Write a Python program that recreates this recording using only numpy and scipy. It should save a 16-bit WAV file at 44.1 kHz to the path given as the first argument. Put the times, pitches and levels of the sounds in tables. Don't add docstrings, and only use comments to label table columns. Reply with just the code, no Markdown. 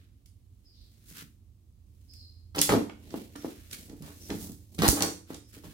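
import sys
import numpy as np
from scipy import signal
from scipy.fft import rfft, irfft, next_fast_len
from scipy.io import wavfile

SR = 44100
rng = np.random.default_rng(int(sys.argv[2]) if len(sys.argv) > 2 else 0)


def wav_out(sig):
    wavfile.write(sys.argv[1], SR, np.round(np.clip(np.atleast_2d(sig).T, -1, 1) * 32767).astype(np.int16))


N = 252693

# (frequency [Hz], relative level [dB])
ROOM_TONE = [(15, -41.5), (25, -33), (38, -5), (92, -1), (120, -11.5), (145, -21), (200, -19.5), (285, -25),
             (489, -40.5), (887, -48.5), (1190, -48.5), (1480, -55), (3340, -50.5), (16000, -53)]
# (pitch [Hz], level before the swell [dB], part of the swell followed [share])
HUM_LINES = [(53, -58, .4), (84, -53.5, 1), (111.6, -62.5, .4)]
# (time [s], gain [dB])
HUM_SWELL = [(0, -19.5), (1.6, -15), (2.3, 4.5), (3.3, -3.5), (4.6, 1.5), (5.1, -17.5), (5.73, -11)]
# (time [s], length [s], first pitch [Hz], last pitch [Hz], level [dB], pitch waver [share])
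CHIRPS = [(0.639, 0.062, 5140, 4830, -62.5, 0.04), (0.708, 0.14, 4760, 4060, -64.5, 0.13),
          (2.074, 0.097, 4900, 5067, -55.5, 0.05), (2.15, .12, 4324, 4190, -58, .028),
          (2.18, 0.066, 5050, 4880, -58.5, 0.0095), (3.365, 0.051, 5480, 5500, -58, 0.065),
          (4.185, 0.095, 5470, 5630, -56.5, 0.069), (5.423, 0.054, 5200, 5230, -66, 0.056)]
# (frequency [Hz], time to fall 60 dB [s])
ROOM_T60 = [(80, 0.33), (300, 0.36), (1000, 0.33), (4000, 0.34), (8000, 0.39), (15000, 0.31)]
# (frequency [Hz], gain [dB])
ROOM_COLOUR = [(80, 1.5), (220, 1.5), (450, -5.5), (1000, -1), (4000, 0), (9000, -0.5), (15000, 1.5)]
# (frequency [Hz], correlation [-1 to 1])
ROOM_LIKENESS = [(70, 1), (140, 1), (280, 0.42), (550, 0.26), (1000, -0.69), (2000, 0.053), (8000, -0.46)]
# (delay [s], gain [dB])
CORNER_ECHOES = [(.0062, -10.5), (0.011, -14.5), (.018, -15), (.031, -17)]
# (peak time [s],
# fizz level [dB], 20 dB swell [s], 20 dB fade [s], body over fizz [dB], dull rub over fizz [dB])
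TAIL_AND_STROKES = [(0, -72, .1, 0.19, 6, 7), (1.0, -67.5, 0.67, 0.36, -5, -2),
                    (1.10, -50, 0.062, 0.16, -12, -14), (1.175, -47, 0.071, 0.076, -2.5, -11.5),
                    (1.21, -46, 0.12, 0.045, 0.5, -10), (2.14, -67, 0.38, 0.46, -6, -1.5),
                    (3.18, -50.5, 0.21, .17, 0, 8), (3.455, -52, 0.16, 0.43, -1, -3),
                    (3.734, -38, 0.019, 0.04, -4, -9.5), (3.81, -51, 0.23, .2, -6.5, -2.5),
                    (4.075, -52, 0.11, 0.17, -4, -8), (4.31, -48, .3, 0.35, -8, -2.5),
                    (4.44, -41, 0.19, 0.1, -13.5, -12), (4.751, -57, 0.071, 0.13, -8, 2.5),
                    (5.31, -51, 0.038, .11, 0, -9), (5.497, -56, 0.027, 0.034, -11, -14),
                    (5.553, -50, 0.044, 0.066, -1.5, -4), (5.654, -52.5, 0.072, 0.12, -2, 0),
                    (5.715, -55.5, 0.036, 0.092, 0, -12)]
# (frequency [Hz], relative level [dB])
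RUSTLE_COLOUR = [(120, 11.5), (250, 12), (500, 0.5), (800, -1.5), (1350, 7), (4000, 4), (6000, -3),
                 (8500, -10.5), (12500, -11.5), (16000, -14)]
PANEL_HZ = [102, 215, 292, 328, 439, 483, 559, 605, 831, 883, 1052, 1260, 1653, 1775]
# (relative level [dB], time to fall 60 dB [s])
PANEL_MODES = [(1, 0.45), (-6.5, 0.73), (0.5, 0.44), (-13, 0.6), (-1.5, 0.22), (-4, 0.39), (-9, 0.1),
               (-6, 0.17), (-9, 0.1), (-21, 0.42), (-16.5, 0.14), (-3, 0.12), (-7, 0.17), (-10, 0.28)]
# (time [s], length [s], starting level [dB], tilt [dB per octave])
SCRAPES = [(2.545, .055, -36.5, 1), (2.583, .022, -30, -2), (2.691, .058, -24.5, 0),
           (3.882, 0.072, -49.5, -7), (4.015, .119, -52.5, -0.5), (4.293, 0.044, -36, -4.5),
           (4.369, 0.16, -47.5, -7.5), (4.781, 0.031, -36, 1.5), (4.817, .058, -21.5, 0.6),
           (4.959, .057, -37, 1), (5.001, 0.066, -32, -0.5), (5.294, .05, -50, -0.5),
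           (5.634, 0.046, -53, -1)]
# (frequency [Hz], relative level [dB])
SCRAPE_COLOUR = [(60, -4.5), (150, 7), (400, 4), (850, 0), (1300, -2.5), (2500, -10.5), (4500, -11.5),
                 (8000, -20), (13000, -18), (16000, -28.5)]
# (time [s], level [dB], contact pitch [Hz],
# panel ring gain [dB], delay of second edge [s], second edge over first [dB])
KNOCKS = [(1.112, -45.5, 137, -5, 0.11, 3.5), (2.570, -27.5, 276, -4.5, .014, 0),
          (2.692, -24.5, 710, 1, 0.03, 2), (2.712, -21, 92, -13, .026, -5),
          (2.731, -21.5, 404, 0, 0.00709, 0), (2.750, -13.5, 265, -10, .026, -6),
          (3.141, -24, 278, -17, .032, -16), (3.358, -41.5, 250, 5, 0.024, -21),
          (3.446, -24.5, 300, -10, .016, -12.5), (3.900, -44, 225, 1.5, 0.03, 2.5),
          (4.007, -32, 112, -8.5, .014, -2.5), (4.300, -37.5, 283, -5, .010, 7.5),
          (4.342, -32, 177, 4, 0.022, -12.5), (4.497, -37, 170, -10, .02, -11.5),
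          (4.79, -20, 135, -5, 0.0133, -5.5), (4.835, -18, 289, -37, .010, 0),
          (4.866, -25.5, 218, -12, .021, -5), (4.929, -26.5, 298, 4.5, .04, -13),
          (4.975, -34.5, 760, -3, .034, 4), (5.040, -24, 380, -8.5, 0.048, -9.5),
          (5.304, -33, 296, -10.5, 0.045, -7), (5.568, -49, 296, 7.5, .015, -11),
          (5.653, -40, 125, 1.5, 0.027, -7)]
# (time [s], level [dB], band centre [Hz])
TAPS = [(.258, -54, 5700), (2.135, -51, 7060), (2.895, -39, 1130), (3.104, -48.5, 3140), (3.139, -44, 1220),
        (3.354, -41, 1010), (3.358, -43.5, 5500), (3.71, -40.5, 4700), (3.728, -36, 4600),
        (3.895, -50, 3700), (4.021, -47, 6500), (4.301, -33.5, 2304), (4.517, -44, 9800),
        (4.746, -48.5, 7440), (5.030, -30.5, 750), (5.343, -39.5, 4500)]
# (time [s], level [dB], band centre [Hz], length [s])
SNAPS = [(2.5605, -34, 9450, 0.0033), (2.5825, -25.5, 4000, 0.0076), (2.5893, -21.5, 4900, 0.0025),
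         (2.6143, -11.5, 7460, 0.0053), (2.6146, -20.5, 3150, 0.013), (2.6915, -21, 1463, .0046),
         (4.7885, -31.5, 2870, 0.0035), (4.8200, -29.5, 4700, .0026), (4.8793, -14.5, 7100, .0041),
         (4.8868, -12.5, 7900, 0.0024), (5.0060, -27.5, 4560, 0.0024), (5.0222, -17.5, 4630, 0.0031),
         (5.0225, -24, 10600, 0.0033)]


def gain_of(db):
    return 10 ** (np.asarray(db) / 20)


def unit_rms(x):
    return x / np.sqrt(np.mean(x ** 2) + 1e-20)


def unit_blow(x):
    return x * np.sqrt(.0025 * SR / (np.sum(x ** 2) + 1e-20))


def curve_at(points, hz):
    f, value = np.transpose(points)
    return np.interp(np.log(hz + 1), np.log(f), value)


def shaped(x, gain):
    size = next_fast_len(x.shape[-1] + 2048)
    return irfft(rfft(x, size) * gain(np.fft.rfftfreq(size, 1 / SR)), size)[..., :x.shape[-1]]


def butter(x, hz, kind, order=2):
    return signal.sosfilt(signal.butter(order, np.clip(hz, 5, SR * .49), kind, fs=SR, output="sos"), x)


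def add(mix, start_s, sound):
    part = mix[..., max(round(start_s * SR), 0):][..., :sound.shape[-1]]
    part += sound[..., :part.shape[-1]]


def wander(count, hz):
    return unit_rms(butter(rng.standard_normal(count), hz, "low"))


def grains(shape, per_s, spread_db):
    size = gain_of(spread_db * np.minimum(rng.exponential(1, shape), 4))
    return unit_rms(rng.standard_normal(shape) * size * (rng.random(shape) < per_s / SR))


def room_tone(split_hz=500):
    noise = shaped(rng.standard_normal((2, N)), lambda f: gain_of(curve_at(ROOM_TONE, f)))
    noise = gain_of(-52) * unit_rms(noise)
    rumble = gain_of(-3) * shaped(noise + 0.62 * noise[::-1], lambda f: f < split_hz)
    hiss = shaped(noise, lambda f: f >= split_hz)
    return rumble + hiss


def hum(drift_hz=1.6):
    out = np.zeros(N)
    swell_db = np.interp(np.arange(N) / SR, *np.transpose(HUM_SWELL))
    for hz, db, share in HUM_LINES:
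        turns = np.cumsum(hz + drift_hz * wander(N, hz=5.2)) / SR
        out += gain_of(db + share * swell_db) * unit_rms(np.sin(2 * np.pi * turns))
    return out


def distant_chirps(waver_hz=350, tail_t60=0.63):
    out, t = np.zeros(N), np.arange(SR) / SR
    for start, length, first_hz, last_hz, db, waver in CHIRPS:
        count = int(length * SR)
        hz = np.linspace(first_hz, last_hz, count) * (1 + waver * wander(SR, waver_hz)[:count])
        whistle = np.sin(2 * np.pi * np.cumsum(hz) / SR) * signal.windows.tukey(count, .5)
        add(out, start, gain_of(db) * unit_rms(whistle))
    tail = rng.standard_normal((2, SR)) * gain_of(-60 * t / tail_t60)
    return signal.fftconvolve(out[None], tail / np.linalg.norm(tail[0]), axes=1)[:, :N]


def room_reverb(x, build_s):
    hz, t, bands = signal.stft(rng.standard_normal((2, SR * 3 // 4)), SR, nperseg=256)
    likeness = np.clip(curve_at(ROOM_LIKENESS, hz), -1, 1)[:, None]
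    bands[1] = likeness * bands[0] + np.sqrt(1 - likeness ** 2) * bands[1]
    t60 = curve_at(ROOM_T60, hz)[:, None]
    equal_energy = np.sqrt(np.log(1e6) / (t60 * SR))
    bands *= gain_of(curve_at(ROOM_COLOUR, hz)[:, None] - 60 * t / t60) * equal_energy
    tail = signal.istft(bands, SR, nperseg=256)[1]
    tail *= 1 - np.exp(-(np.arange(tail.shape[1]) / SR / build_s) ** 2)
    return signal.fftconvolve(np.atleast_2d(x), tail, axes=1)[:, :N]


def corner_echoes(x):
    out = np.zeros(N)
    for delay, db in CORNER_ECHOES:
        add(out, delay, gain_of(db) * x)
    return out


def tail_and_rustle(crinkle_db=1.5, crinkle_hz=45):
    t = np.arange(N) / SR
    slips = grains((2, N), per_s=6000, spread_db=1.5)
    slips = shaped(slips, lambda f: gain_of(curve_at(RUSTLE_COLOUR, f)))
    fizz = gain_of(-1) * unit_rms(butter(slips, 7900, "high", order=3))
    body = gain_of(-2) * unit_rms(butter(slips, [900, 5000], "band"))
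    rub = gain_of(-1) * unit_rms(butter(slips + .5 * slips[::-1], [150, 600], "band"))
    fizz_power, body_power, rub_power = np.zeros((3, N))
    for peak, db, swell, fade, body_db, rub_db in TAIL_AND_STROKES:
        level = db - 20 * np.minimum(np.maximum((peak - t) / swell, (t - peak) / fade), 10)
        fizz_power += gain_of(level) ** 2
        body_power += gain_of(level + body_db) ** 2
        rub_power += gain_of(level + rub_db) ** 2
    crinkle = gain_of(crinkle_db * wander(N, crinkle_hz))
    return crinkle * (fizz * np.sqrt(fizz_power) + body * np.sqrt(body_power) + rub * np.sqrt(rub_power))


def panel_response(spread_rad=0.87):
    t, ring = np.arange(SR // 2) / SR, 0
    for hz, (db, t60) in zip(PANEL_HZ, PANEL_MODES):
        phase = spread_rad * rng.uniform(-1, 1, (2, 1))
        ring += gain_of(db - 60 * t / t60) * np.sin(2 * np.pi * hz * t + phase)
    return ring / np.linalg.norm(ring[0])


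def panel_ring(x, db):
    ring = signal.fftconvolve(np.atleast_2d(x), panel_response(), axes=1)[:, :N]
    return gain_of(db) * x.std() * unit_rms(ring)


def scrapes(fade_db=-5, taper=0.21):
    out = np.zeros(N)
    for start, length, db, tilt_db in SCRAPES:
        slips = grains((SR // 4,), per_s=3800, spread_db=3)
        rub = shaped(slips, lambda f: gain_of(curve_at(SCRAPE_COLOUR, f) + tilt_db * np.log2(f / 1000 + .1)))
        count = int(length * SR)
        envelope = gain_of(db + np.linspace(0, fade_db, count)) * signal.windows.tukey(count, taper)
        add(out, start, unit_rms(rub[:count]) * envelope)
    return out


def knocks(damping=0.23, cutoff_ratio=5.36, graze_s=.012, graze_db=-21):
    contacts, rings = np.zeros(N), np.zeros((2, N))
    t, response = np.arange(SR // 8) / SR, panel_response()
    for start, db, hz, ring_db, gap, second_db in KNOCKS:
        phase = 2 * np.pi * hz * t
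        swing = np.exp(-damping * phase) * np.sin(phase) * (1 - np.exp(-phase))
        push = unit_blow(butter(np.gradient(swing), hz * cutoff_ratio, "low", order=4))
        ring = gain_of(ring_db) * 2 * unit_blow(signal.fftconvolve(push[None], response, axes=1))
        for at, level in ((start - graze_s, db + graze_db), (start, db), (start + gap, db + second_db)):
            add(contacts, at, gain_of(level) * push)
            add(rings, at, gain_of(level) * ring)
    return contacts, rings


def slip_bursts(rows, octaves, body_db, right_db, attack):
    out, t = np.zeros((2, N)), np.arange(2048) / SR
    pan_db = np.array([[-right_db], [right_db]]) / 2
    for start, db, hz, length in rows:
        age = t / length
        burst = rng.standard_normal((2, len(t))) * (1 - np.exp(-age / attack)) * np.exp(-age ** 2)
        crack = butter(burst, hz * 2 ** (octaves * np.array([-.5, .5])), "band")
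        crack += gain_of(body_db) * butter(burst, [350, 1500], "band", order=1)
        add(out, start, gain_of(db + pan_db) * np.array([unit_blow(side) for side in crack]))
    return out


def finger_taps(length_s=0.0045):
    rows = [(*row, length_s) for row in TAPS]
    return slip_bursts(rows, octaves=2.2, body_db=-35, right_db=3.5, attack=0.93)


def plastic_snaps():
    return slip_bursts(SNAPS, octaves=1.61, body_db=-15, right_db=1, attack=0.049)


def phone_jolt(start_s=4.8868, db=-3.5, swing_s=0.0022, left_db=-12):
    out, age = np.zeros((2, N)), np.arange(SR // 10) / SR / swing_s
    push = butter(-(1 - age) * np.exp(-age), 3000, "low")
    shake = 0.44 * np.sin(age * 0.83) * np.exp(-age / 7)
    add(out, start_s, gain_of(db + np.array([[left_db], [0]])) * (push + shake))
    return out


def scene(left_lag_samples=9):
    blows, blow_ring = knocks()
    rubs = scrapes()
    rub_ring = panel_ring(rubs, db=-4)
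    snaps, taps, soft_noise = plastic_snaps(), finger_taps(), tail_and_rustle()
    clicks, contacts = snaps + taps, blows + rubs
    panel = np.array([np.roll(contacts, left_lag_samples), contacts])
    echoes = corner_echoes(blows) + room_reverb(gain_of(1) * panel, build_s=0.0025)
    echoes += room_reverb(clicks + gain_of(-10.5) * soft_noise, build_s=0.0037)
    ringing = blow_ring + rub_ring + panel_ring(taps, db=-4.5)
    background = distant_chirps() + room_tone() + hum()
    return background + echoes + soft_noise + ringing + panel + clicks + phone_jolt()


def record(dry, left_db=-1, left_bass_hz=75, right_bass_hz=30, ceiling=.9, top_hz=16100):
    left = gain_of(left_db) * shaped(dry[0], lambda f: f ** 2 / (f ** 2 + left_bass_hz ** 2))
    right = shaped(dry[1], lambda f: f ** 2 / (f ** 2 + right_bass_hz ** 2))
    both = np.array([left, right])
    rounded = both / (1 + (both / ceiling) ** 6) ** (1 / 6)
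    lowpass = signal.firwin(301, top_hz, window=("kaiser", 9), fs=SR)
    return signal.oaconvolve(rounded, lowpass[None], "same")


dry = scene()
out = record(dry)
wav_out(out)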